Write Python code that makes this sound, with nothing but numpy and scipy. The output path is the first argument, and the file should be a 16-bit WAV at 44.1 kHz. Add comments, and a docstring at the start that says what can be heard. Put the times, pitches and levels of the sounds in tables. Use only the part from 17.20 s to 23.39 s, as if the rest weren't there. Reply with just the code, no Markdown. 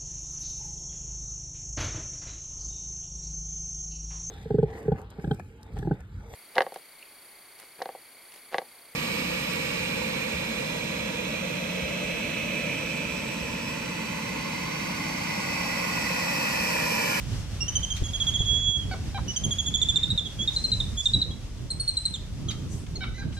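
"""Distant traffic rumbles under a soft hiss of leaves; then a caged monkey whistles trills, built of gliding
tones, with one long held note and a downward slide that ends the last long phrase. Monkeys nearby grunt and hoot
in harmonic tones, noise bursts make rustles and a low thump, and a far bird chirps in sine glides. The cage walls
answer every call with a noise tail. Two close microphone ports hear the callers from the right."""
import sys
import numpy as np
from scipy import signal
from scipy.fft import rfft, irfft, next_fast_len
from scipy.io import wavfile
from scipy.ndimage import uniform_filter1d, map_coordinates

SR = 44100
rng = np.random.default_rng(int(sys.argv[2]) if len(sys.argv) > 2 else 0)


def rack_gain(trim_db):
    """Turn a fader trim in dB into the linear factor to multiply a signal by."""
    fader = np.asarray(trim_db, float)
    return 10 ** (fader / 20)


def to_wav(s):
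    """Save 16-bit WAV."""
    ch = np.atleast_2d(s).T  # columns
    pcm = np.round(np.clip(ch, -1, 1) * 32767)  # PCM
    wavfile.write(sys.argv[1], SR, pcm.astype(np.int16))


N = 273197


def unit(x):
    """Scaled to rms 1."""
    return x / np.sqrt(np.mean(x ** 2) + 1e-20)


def along(points, hz, count=1):
    """Column count of (frequency [Hz], value, ..) points, read on a log frequency axis."""
    p = np.transpose(points)
    return np.interp(np.log(hz + 1), np.log(p[0] + 1), p[count])


def wobble(rate):
    """A smooth random curve, rate knots a second."""
    return map_coordinates(rng.standard_normal(int(N * rate / SR) + 4), [np.arange(N) * rate / SR])


def filtered(x, response):
    """x passed through a complex response of frequency."""
    m = next_fast_len(x.shape[-1] + 8192)
    return irfft(rfft(x, m) * response(np.fft.rfftfreq(m, 1 / SR)), m)[..., :x.shape[-1]]


def add(track, s, sound):
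    """Mix a sound into a track at time s, in seconds."""
    part = track[..., round(s * SR):][..., :sound.shape[-1]]
    part += sound[..., :part.shape[-1]]


def rush(spectrum, patchy_db, size=N):
    """Stereo noise of rms 1 with patches of random gain in time and frequency."""
    # how alike diffuse sound is at the two ports: (frequency [Hz], left-right correlation [-1 to 1])
    alike = [(40, 0.98), (100, 0.78), (300, 0.55), (1000, 0.69), (3000, 0.37), (8000, 0.034),
             (14000, 0.093)]
    z = signal.stft(rng.standard_normal((2, size)), nperseg=512)[2]
    field = uniform_filter1d(rng.standard_normal(z.shape[1:]), size=5, axis=0)
    field = uniform_filter1d(field, size=8, axis=1)
    pair = signal.istft(z * rack_gain(patchy_db * unit(field)), nperseg=512)[1][:, :size]

    def shares(hz):
        angle = np.arccos(np.clip(along(alike, hz), -1, 1)) / 2
        return spectrum(hz) * [np.cos(angle), np.sin(angle)]

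    mid, side = filtered(pair, shares)
    return unit(np.array([mid + side, mid - side]))


def background():
    """Far traffic, a deep drone and a lumpier rumble of shaped noise, under a soft noise hiss of leaves."""
    # distant traffic: (time [s], drone level [dB], rumble level [dB])
    traffic = [(0, -36, -42), (.12, -33, -37), (.6, -33.5, -39), (.9, -37, -40), (1.4, -32, -36),
               (2, -33, -36.5), (2.3, -39, -37), (2.75, -35.5, -35.5), (3.15, -39.5, -37.5),
               (3.6, -32.5, -36), (3.97, -34, -37.5), (4.3, -39, -41), (4.7, -38, -42), (4.83, -44.5, -46),
               (5.05, -37, -39.5), (5.3, -37, -34.5), (5.9, -34, -37), (6.19, -38, -35.5)]
    # traffic spectrum: (frequency [Hz], relative level [dB per Hz])
    rumble_spectrum = [(13, -41), (22, -2), (119, -5), (225, -15), (257, -18), (336, -22.5), (372, -24),
                       (503, -30), (777, -38.5), (1200, -43.5), (1560, -64.5), (2640, -120)]
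    # the rumble thumps or drops away for a moment: (time [s], change [dB], half length [s])
    lumps = [(0.276, -6, 0.036), (0.432, 5.5, .02), (0.577, 4.5, .02), (0.823, 13, 0.0083),
             (1.209, 11.5, 0.0067), (1.541, -13.5, 0.021), (2.155, -3.5, 0.037), (2.278, 7.5, 0.039),
             (3.03, -5.5, 0.039), (3.732, 5.5, 0.017), (3.84, -6.5, 0.054), (3.958, 7, .025),
             (4.105, 5.5, 0.018), (4.456, 8, 0.027), (5.16, -0.5, 0.014), (5.553, 5, .025),
             (5.662, -11.5, 0.013), (5.787, 6.5, 0.0067), (6.07, 7, 0.02)]
    # leaves: (time [s], hiss level [dB])
    leaves = [(0, -45), (1.1, -45.5), (1.4, -48), (2.2, -47), (3, -48), (3.45, -46.5), (4.1, -51.5),
              (5.6, -51), (6.19, -55.5)]
    # leaf spectrum: (frequency [Hz], relative level [dB per Hz])
    hiss_spectrum = [(290, -41), (500, -8), (780, -11.5), (875, -11.5), (2430, -12.5), (2680, -11),
                     (3620, -10), (3840, -13), (5740, -11.5), (13200, -28.5), (15400, -40)]
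    s, drone_db, rumble_db = np.transpose(traffic)
    t = np.arange(N) / SR
    lumps_db = sum(db * np.exp(-((t - at) / half) ** 2) for at, db, half in lumps)

    def upper(hz):  # power share of the rumble above about 95 Hz; the drone has the rest
        return 1 / (1 + (95 / (hz + 1)) ** 4)

    def drone_shape(hz):
        return rack_gain(along(rumble_spectrum, hz)) * np.sqrt(1 - upper(hz)) / (1 + (33 / (hz + 1)) ** 4)

    drone = rush(drone_shape, patchy_db=0.9)
    rumble = rush(lambda hz: rack_gain(along(rumble_spectrum, hz)) * np.sqrt(upper(hz)), patchy_db=2.5)
    rumble = unit(rumble * rack_gain(1.37 * wobble(12)))
    low = rack_gain(np.interp(t, s, rumble_db) + lumps_db) * rumble
    low = low + rack_gain(np.interp(t, s, drone_db) + 0.94 * lumps_db) * drone
    # the hiss takes along a share of each drop
    hiss_db = np.interp(t, *np.transpose(leaves)) + 0.39 * np.minimum(lumps_db, 0) + 0.82 * wobble(16)
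    return low + rack_gain(hiss_db) * rush(lambda hz: rack_gain(along(hiss_spectrum, hz)), patchy_db=0.56)


def voice(t, length, hz, partials_db, hook, sag, close, rough=0):
    """A voiced note: vocal folds bend the pitch as they start (hook) and slacken as they close (sag)."""
    left = length - t
    bend = 1 + hook * np.exp(-t / 0.002) - sag * np.exp(np.minimum(-left, 0.004) / close)
    # rough notes lose their regular cycle as they go on: timing wanders and each partial breaks up
    knots = rng.standard_normal((len(partials_db) + 1, 128))
    growth = rough * np.clip(t / length, 0, 1)
    scatter = [growth * map_coordinates(row, [t * 230]) for row in knots]
    phase = 2 * np.pi * np.cumsum(hz * bend) / SR + 0.55 * scatter[-1]
    opening = np.clip(t / 0.0014, 0, 1)
    closing = np.clip(1 + left / 0.005, 0, 1) ** 1.62
    partials = sum(rack_gain(db + 9.8 * scatter[k]) * np.sin((k + 1) * phase)
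                   for k, db in enumerate(partials_db))
    return np.sqrt(2) * opening * closing * partials


def room(x, wet_db):
    """Direct sound plus the cage walls' noise tail, each frequency dying at its own speed."""
    # decay between the walls: (frequency [Hz], time to fall 60 dB [s])
    walls = [(500, 0.36), (3000, 0.39), (7000, 0.32), (12000, 0.28)]
    hz, t, z = signal.stft(rng.standard_normal((2, SR // 2)), SR, nperseg=256)
    tail = signal.istft(z * rack_gain(-60 * t / along(walls, hz)[:, None]), SR, nperseg=256)[1]
    onset = np.clip(np.arange(tail.shape[1]) / SR / 0.0011, 0, 1)
    tail = tail * onset + 0.25 * tail[0]  # the left tail is partly shared by both sides
    wet = rack_gain(wet_db) * signal.fftconvolve(x[None], tail / np.linalg.norm(tail[0]), axes=1)
    wet[:, :len(x)] += x
    return wet


def whistle_overtones(hz, octave_db):
    """Partial levels of a nearly pure tone: the purer the octave, the fainter the twelfth."""
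    # how well the mouth passes the whistle's twelfth: (frequency [Hz], gain [dB])
    twelfth = [(8000, -24), (9000, -32), (9800, -11), (10500, -21), (11500, -21), (13000, -30)]
    return [0 * octave_db, octave_db, 1.3 * octave_db + along(twelfth, 3 * hz)]


def whistle(curve, hook, wet_db):
    """A whistle steered along its pitch, level and overtone curve, with the walls' answer."""
    s, *cols = np.transpose(curve)
    t = np.arange(round((s[-1] - s[0]) * SR)) / SR
    hz, db, octave_db = [np.interp(t + s[0], s, c) for c in cols]
    overtones_db = whistle_overtones(hz, octave_db)
    tone = voice(t, t[-1] - 0.005, hz, overtones_db, hook, sag=0.01, close=0.0014, rough=0.076)
    return room(rack_gain(db) * tone, wet_db)


def monkey():
    """Trills of short whistles, each leaning toward the next, a held whistle and a downward slide."""
    # trill notes: (time [s], length [s], middle pitch [Hz], level [dB], octave overtone once settled [dB])
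    trill = [(.405, .028, 2797, -36.5, 6), (0.48, 0.0148, 3030, -34.5, 7), (.553, 0.0188, 3090, -29.5, 5),
             (0.63, 0.0188, 3140, -31, -1), (0.702, .025, 3192, -31, -1.5), (.836, .035, 3328, -39, -1),
             (0.883, 0.017, 3274, -41, -0.5), (.934, .029, 3316, -30.5, -6),
             (1.001, .027, 3322, -25.5, -10), (1.068, .028, 3320, -24.5, -8.5),
             (1.138, .026, 3340, -25, -10), (1.19, 0.03, 3353, -27, -10), (2.08, 0.0302, 2958, -37, 3.3),
             (2.161, 0.0163, 3135, -31.5, 5), (2.237, .017, 3240, -29, 1), (2.308, .023, 3325, -28.5, -2.9),
             (2.384, 0.024, 3347, -27, -4), (2.461, 0.0262, 3387, -28.5, -2.5),
             (2.54, 0.0197, 3425, -22, -7.5), (2.615, 0.0189, 3510, -20.5, -9.5),
             (2.686, 0.019, 3494, -20, -10.5), (2.758, .017, 3594, -18.5, -13.5),
             (2.831, 0.013, 3645, -20, -18.5), (2.902, 0.0184, 3825, -23.5, -19),
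             (2.976, .018, 3597, -21.5, -19), (3.053, 0.021, 3338, -33.5, -17),
             (3.184, 0.054, 3334, -29.5, -13.5), (3.275, 0.017, 3690, -21.5, -25),
             (3.362, 0.0134, 4130, -22.5, -24), (3.44, 0.019, 4164, -22.5, -22),
             (3.517, 0.018, 4040, -20.5, -24.5), (3.601, 0.0096, 3670, -22, -21),
             (3.767, .047, 3400, -29, -7), (3.856, .016, 3635, -19.5, -14.5),
             (3.935, .016, 3896, -18.5, -23), (4.015, 0.014, 3967, -21.5, -32),
             (4.109, 0.013, 3310, -41.5, -13), (4.503, 0.016, 4198, -28.5, -3.5),
             (4.598, 0.018, 4326, -27.5, -2.5), (4.677, 0.019, 4260, -22, -9.5),
             (4.769, .011, 4094, -23, -6.5), (4.853, 0.012, 4145, -22, -5.5),
             (5.285, 0.015, 3203, -34.5, -2)]
    # the held note: (time [s], pitch [Hz], level [dB], octave overtone [dB])
    held = [(1.25, 3460, -36, -21), (1.262, 3335, -31.5, -8), (1.295, 3331, -23, -15.5),
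            (1.43, 3358, -28.5, -16), (1.484, 3343, -21.5, -16.5), (1.514, 3338, -30, -12),
            (1.562, 3328, -27, -15), (1.599, 3304, -37.5, -18), (1.642, 3150, -42, -11)]
    # the downward slide that ends the last long phrase:
    # (time [s], pitch [Hz], level [dB], octave overtone [dB])
    slide = [(4.939, 3780, -26, -13), (4.952, 3516, -34, -6.5), (4.968, 3010, -46.5, -7)]
    phrase_gap_s, long_s = 0.15, 0.038
    lean = 0.26  # share of the step to the phrase's next note that a note already glides
    long_rise_hz = 50  # long notes climb this much more
    swell_db_per_s = 68  # breath pressure builds through a note
    overtone_lag_s = 0.0021  # the overtones join once the note has settled
    out = np.zeros((2, N))
    starts, pitches = np.transpose(trill)[[0, 2]]
    steps = np.append(np.diff(pitches) * (np.diff(starts) < phrase_gap_s), 0)
    for (s, length, mid_hz, db, octave_db), step in zip(trill, steps):
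        t = np.arange(round((length + 0.005) * SR)) / SR
        short = length < long_s
        glide_hz = lean * step + long_rise_hz * (not short)
        hz = mid_hz + glide_hz * (t / length - 0.5)
        swell = rack_gain(db + swell_db_per_s * (t - length / 2))
        swell = swell * np.clip(short + t / 0.014, 0, 1)  # long notes open softly
        # long, faint, lowest and top notes start level
        hook = 0.1 * short * np.interp(mid_hz, [3000, 3100, 3690, 4020], [0, 1, 1, 0])
        hook = hook * np.clip((db + 41) / 7, 0, 1)
        sag = 0.02 * short * np.clip((db + 44.5) / 12, 0, 1)
        overtones_db = whistle_overtones(hz, octave_db - 12 * np.exp(-t / overtone_lag_s))
        note = voice(t, length, hz, overtones_db, hook, sag, close=0.0026, rough=0.12)
        add(out, s, room(swell * note, wet_db=-6.5))
    add(out, held[0][0], whistle(held, hook=0.054, wet_db=-7.5))
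    add(out, slide[0][0], whistle(slide, hook=0.05, wet_db=-7.0))
    return out


def rustles():
    """Rustles, a low thump and a faint narrow 1.3 kHz breath: uneven noise bursts around a centre frequency."""
    # bursts: (time [s], rise [s], fall [s], level [dB], centre [Hz], width [octaves])
    bursts = [(0.771, 0.011, 0.021, -37, 3500, 0.84), (2.3, 0.029, 0.069, -58, 3000, 1.1),
              (2.8, .06, .08, -52, 1770, 0.84), (3.359, .05, 0.34, -45, 6300, 0.4),
              (3.859, 0.048, 0.12, -46, 6000, 0.42), (3.95, 0.014, 0.025, -29, 197, 0.6),
              (5.313, 0.0088, 0.024, -39, 3120, 0.82), (5.312, 0.06, 0.11, -54.5, 1280, 0.098),
              (5.54, .04, 0.074, -47.5, 7000, 0.41), (5.668, 0.0035, 0.0057, -46.5, 2500, 0.92),
              (6.129, 0.0081, 0.026, -48.5, 1980, 0.95), (6.16, 0.027, .05, -52, 6000, 0.46)]
    out = np.zeros((2, N))
    for s, rise, fall, db, centre_hz, octaves in bursts:
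        t = np.arange(round((2 * rise + 4 * fall) * SR) + 600) / SR - 2 * rise
        shape = np.where(t < 0, np.exp(-(t / rise) ** 2), np.exp(-t / fall))
        band = lambda hz: np.exp(-0.5 * (np.log2((hz + 1) / centre_hz) / octaves) ** 2)
        add(out, s - 2 * rise, rack_gain(db) * shape * rush(band, patchy_db=3.5, size=len(t)))
    return out


def grunts():
    """Harmonic grunts coloured by the throat, with more of the walls from afar, each with a hoarse puff."""
    # grunts: (time [s], length [s], pitch [Hz], level [dB], distance [0-1], roughness [0-1])
    calls = [(1.712, 0.029, 756, -41.5, 0, 0.3), (1.945, 0.034, 795.5, -35, 0.04, 0.1),
             (5.807, 0.037, 761, -45, 0.52, .6), (5.979, 0.058, 795, -50.5, 0.5, 0.4),
             (6.167, 0.029, 801, -46, 0.5, 0)]
    # throat colour, one row a grunt: (levels of partials 1 to 7 [dB])
    throats = [(3, 2.3, -1, -13, -11, -3.5, -23), (-2, -9, -10, -14, -7.5, -23, -29),
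               (-13, 2.5, -1.5, -3, -1, -15, -14), (-6, 1, -8, -18, -4, -11, -22),
               (-12, 0, -16, -14, -1, -18, -24)]
    out = np.zeros((2, N))
    for (s, length, hz, db, far, rough), colour_db in zip(calls, throats):
        t = np.arange(round((length + 0.005) * SR)) / SR
        grunt = voice(t, length, hz, colour_db, hook=-0.023, sag=0.069, close=0.0048, rough=rough)
        add(out, s, rack_gain(db) * room(grunt, wet_db=-7.5 + 16.2 * far))
        # the voice ends in a hoarse puff
        fade = np.arange(round(0.07 * SR)) / SR
        puff_hz, octaves = hz * (0.9 + 1.6 * far), 0.8 + 0.4 * far
        band = lambda f: np.exp(-0.5 * (np.log2((f + 1) / puff_hz) / octaves) ** 2)
        husk = rush(band, patchy_db=2.5, size=len(fade))
        shape = fade / 0.0062 * np.exp(1 - fade / 0.0066 / (1 + rough))
        add(out, s + length * (1 - 0.6 * rough), rack_gain(db - 2.5 - 3.1 * far) * husk * shape)
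    return out


def bird():
    """A far bird's faint chirps: gliding sines with more of the walls' answer than direct sound."""
    # chirps: (time [s], length [s], first pitch [Hz], last pitch [Hz], level [dB])
    chirps = [(2.087, .026, 4060, 7650, -43), (2.119, 0.05, 6300, 4180, -44.5),
              (2.156, 0.018, 7360, 6000, -50)]
    out = np.zeros((2, N))
    for s, length, first_hz, last_hz, db in chirps:
        t = np.arange(round(length * SR)) / SR
        phase = 2 * np.pi * np.cumsum(first_hz + (last_hz - first_hz) * t / length) / SR
        chirp = np.sin(np.pi * t / length) * np.sin(phase)
        add(out, s, room(rack_gain(db) * chirp, wet_db=2.5))
    return out


def hoots():
    """Thin hoots and squeaks of three partials, most of them sitting on their octave, gliding in pitch."""
    # hoots: (time [s], length [s], first pitch [Hz], last pitch [Hz], octave level [dB],
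    #         ground tone against the octave [dB])
    calls = [(5.283, 0.0099, 2030, 1960, -40, -30), (5.303, 0.014, 1805, 2070, -37.5, -32),
             (5.316, 0.0041, 1800, 1960, -38, -27), (5.755, 0.016, 2136, 2127, -36.5, -21),
             (5.943, 0.065, 1960, 2050, -55.5, 4.5)]
    out = np.zeros((2, N))
    for s, length, first_hz, last_hz, db, ground_db in calls:
        t = np.arange(round((length + 0.005) * SR)) / SR
        hz = last_hz + (first_hz - last_hz) * np.exp(-t / 0.0112)
        partials_db = [ground_db, 0, ground_db / 3 - 3.0]
        hoot = voice(t, length, hz, partials_db, hook=0, sag=0.013, close=0.0018, rough=12 * length)
        add(out, s, rack_gain(db) * room(hoot, wet_db=-9.5))
    return out


def ports(x, points):
    """The two close microphone ports split level and phase by frequency, half to each side."""
    side = np.array([[0.5], [-0.5]])
    return filtered(x, lambda hz: rack_gain(side * along(points, hz))
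                    * np.exp(1j * side * along(points, hz, count=2)))


def scene():
    """Callers from one side; rustles and background from all around."""
    # left port against right for diffuse sound: (frequency [Hz], level [dB], phase [radians])
    around = [(39.7, 0, 0.2), (129, -3, -0.13), (300, -5.5, -0.3), (700, -0.8, 0), (1500, 1.1, 0.67),
              (3500, 1, -2), (7000, 1.5, -2), (14000, 1, -3)]
    # left port against right for the callers: (frequency [Hz], level [dB], phase [radians])
    from_right = [(60, -1, 0), (250, -4, 0), (1000, 0, -.1), (2700, -3, -1), (3100, -10, -1),
                  (3400, -5, -.6), (3750, -4, -.8), (4100, .1, -1.3), (5600, -5, -1.7), (6300, -1.1, -1.9),
                  (6800, -5, -2.3), (8300, -5, -2.1), (10000, -3, -3), (15000, .1, -4)]
    diffuse = ports(background() + rustles(), around)
    callers = ports(monkey() + grunts() + bird() + hoots(), from_right)
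    return callers + diffuse


def low_pass(x):
    """Removes everything above the highest recorded frequency."""
    return signal.sosfilt(signal.butter(12, 15600, fs=SR, output="sos"), x)


def record(dry):
    """The microphone channel's band ends steeply at the top."""
    top_hz = 15400
    mix = filtered(dry, lambda hz: 1 / (1 + (hz / top_hz) ** 60))
    return low_pass(mix)


dry = scene()
out = record(dry)
to_wav(out)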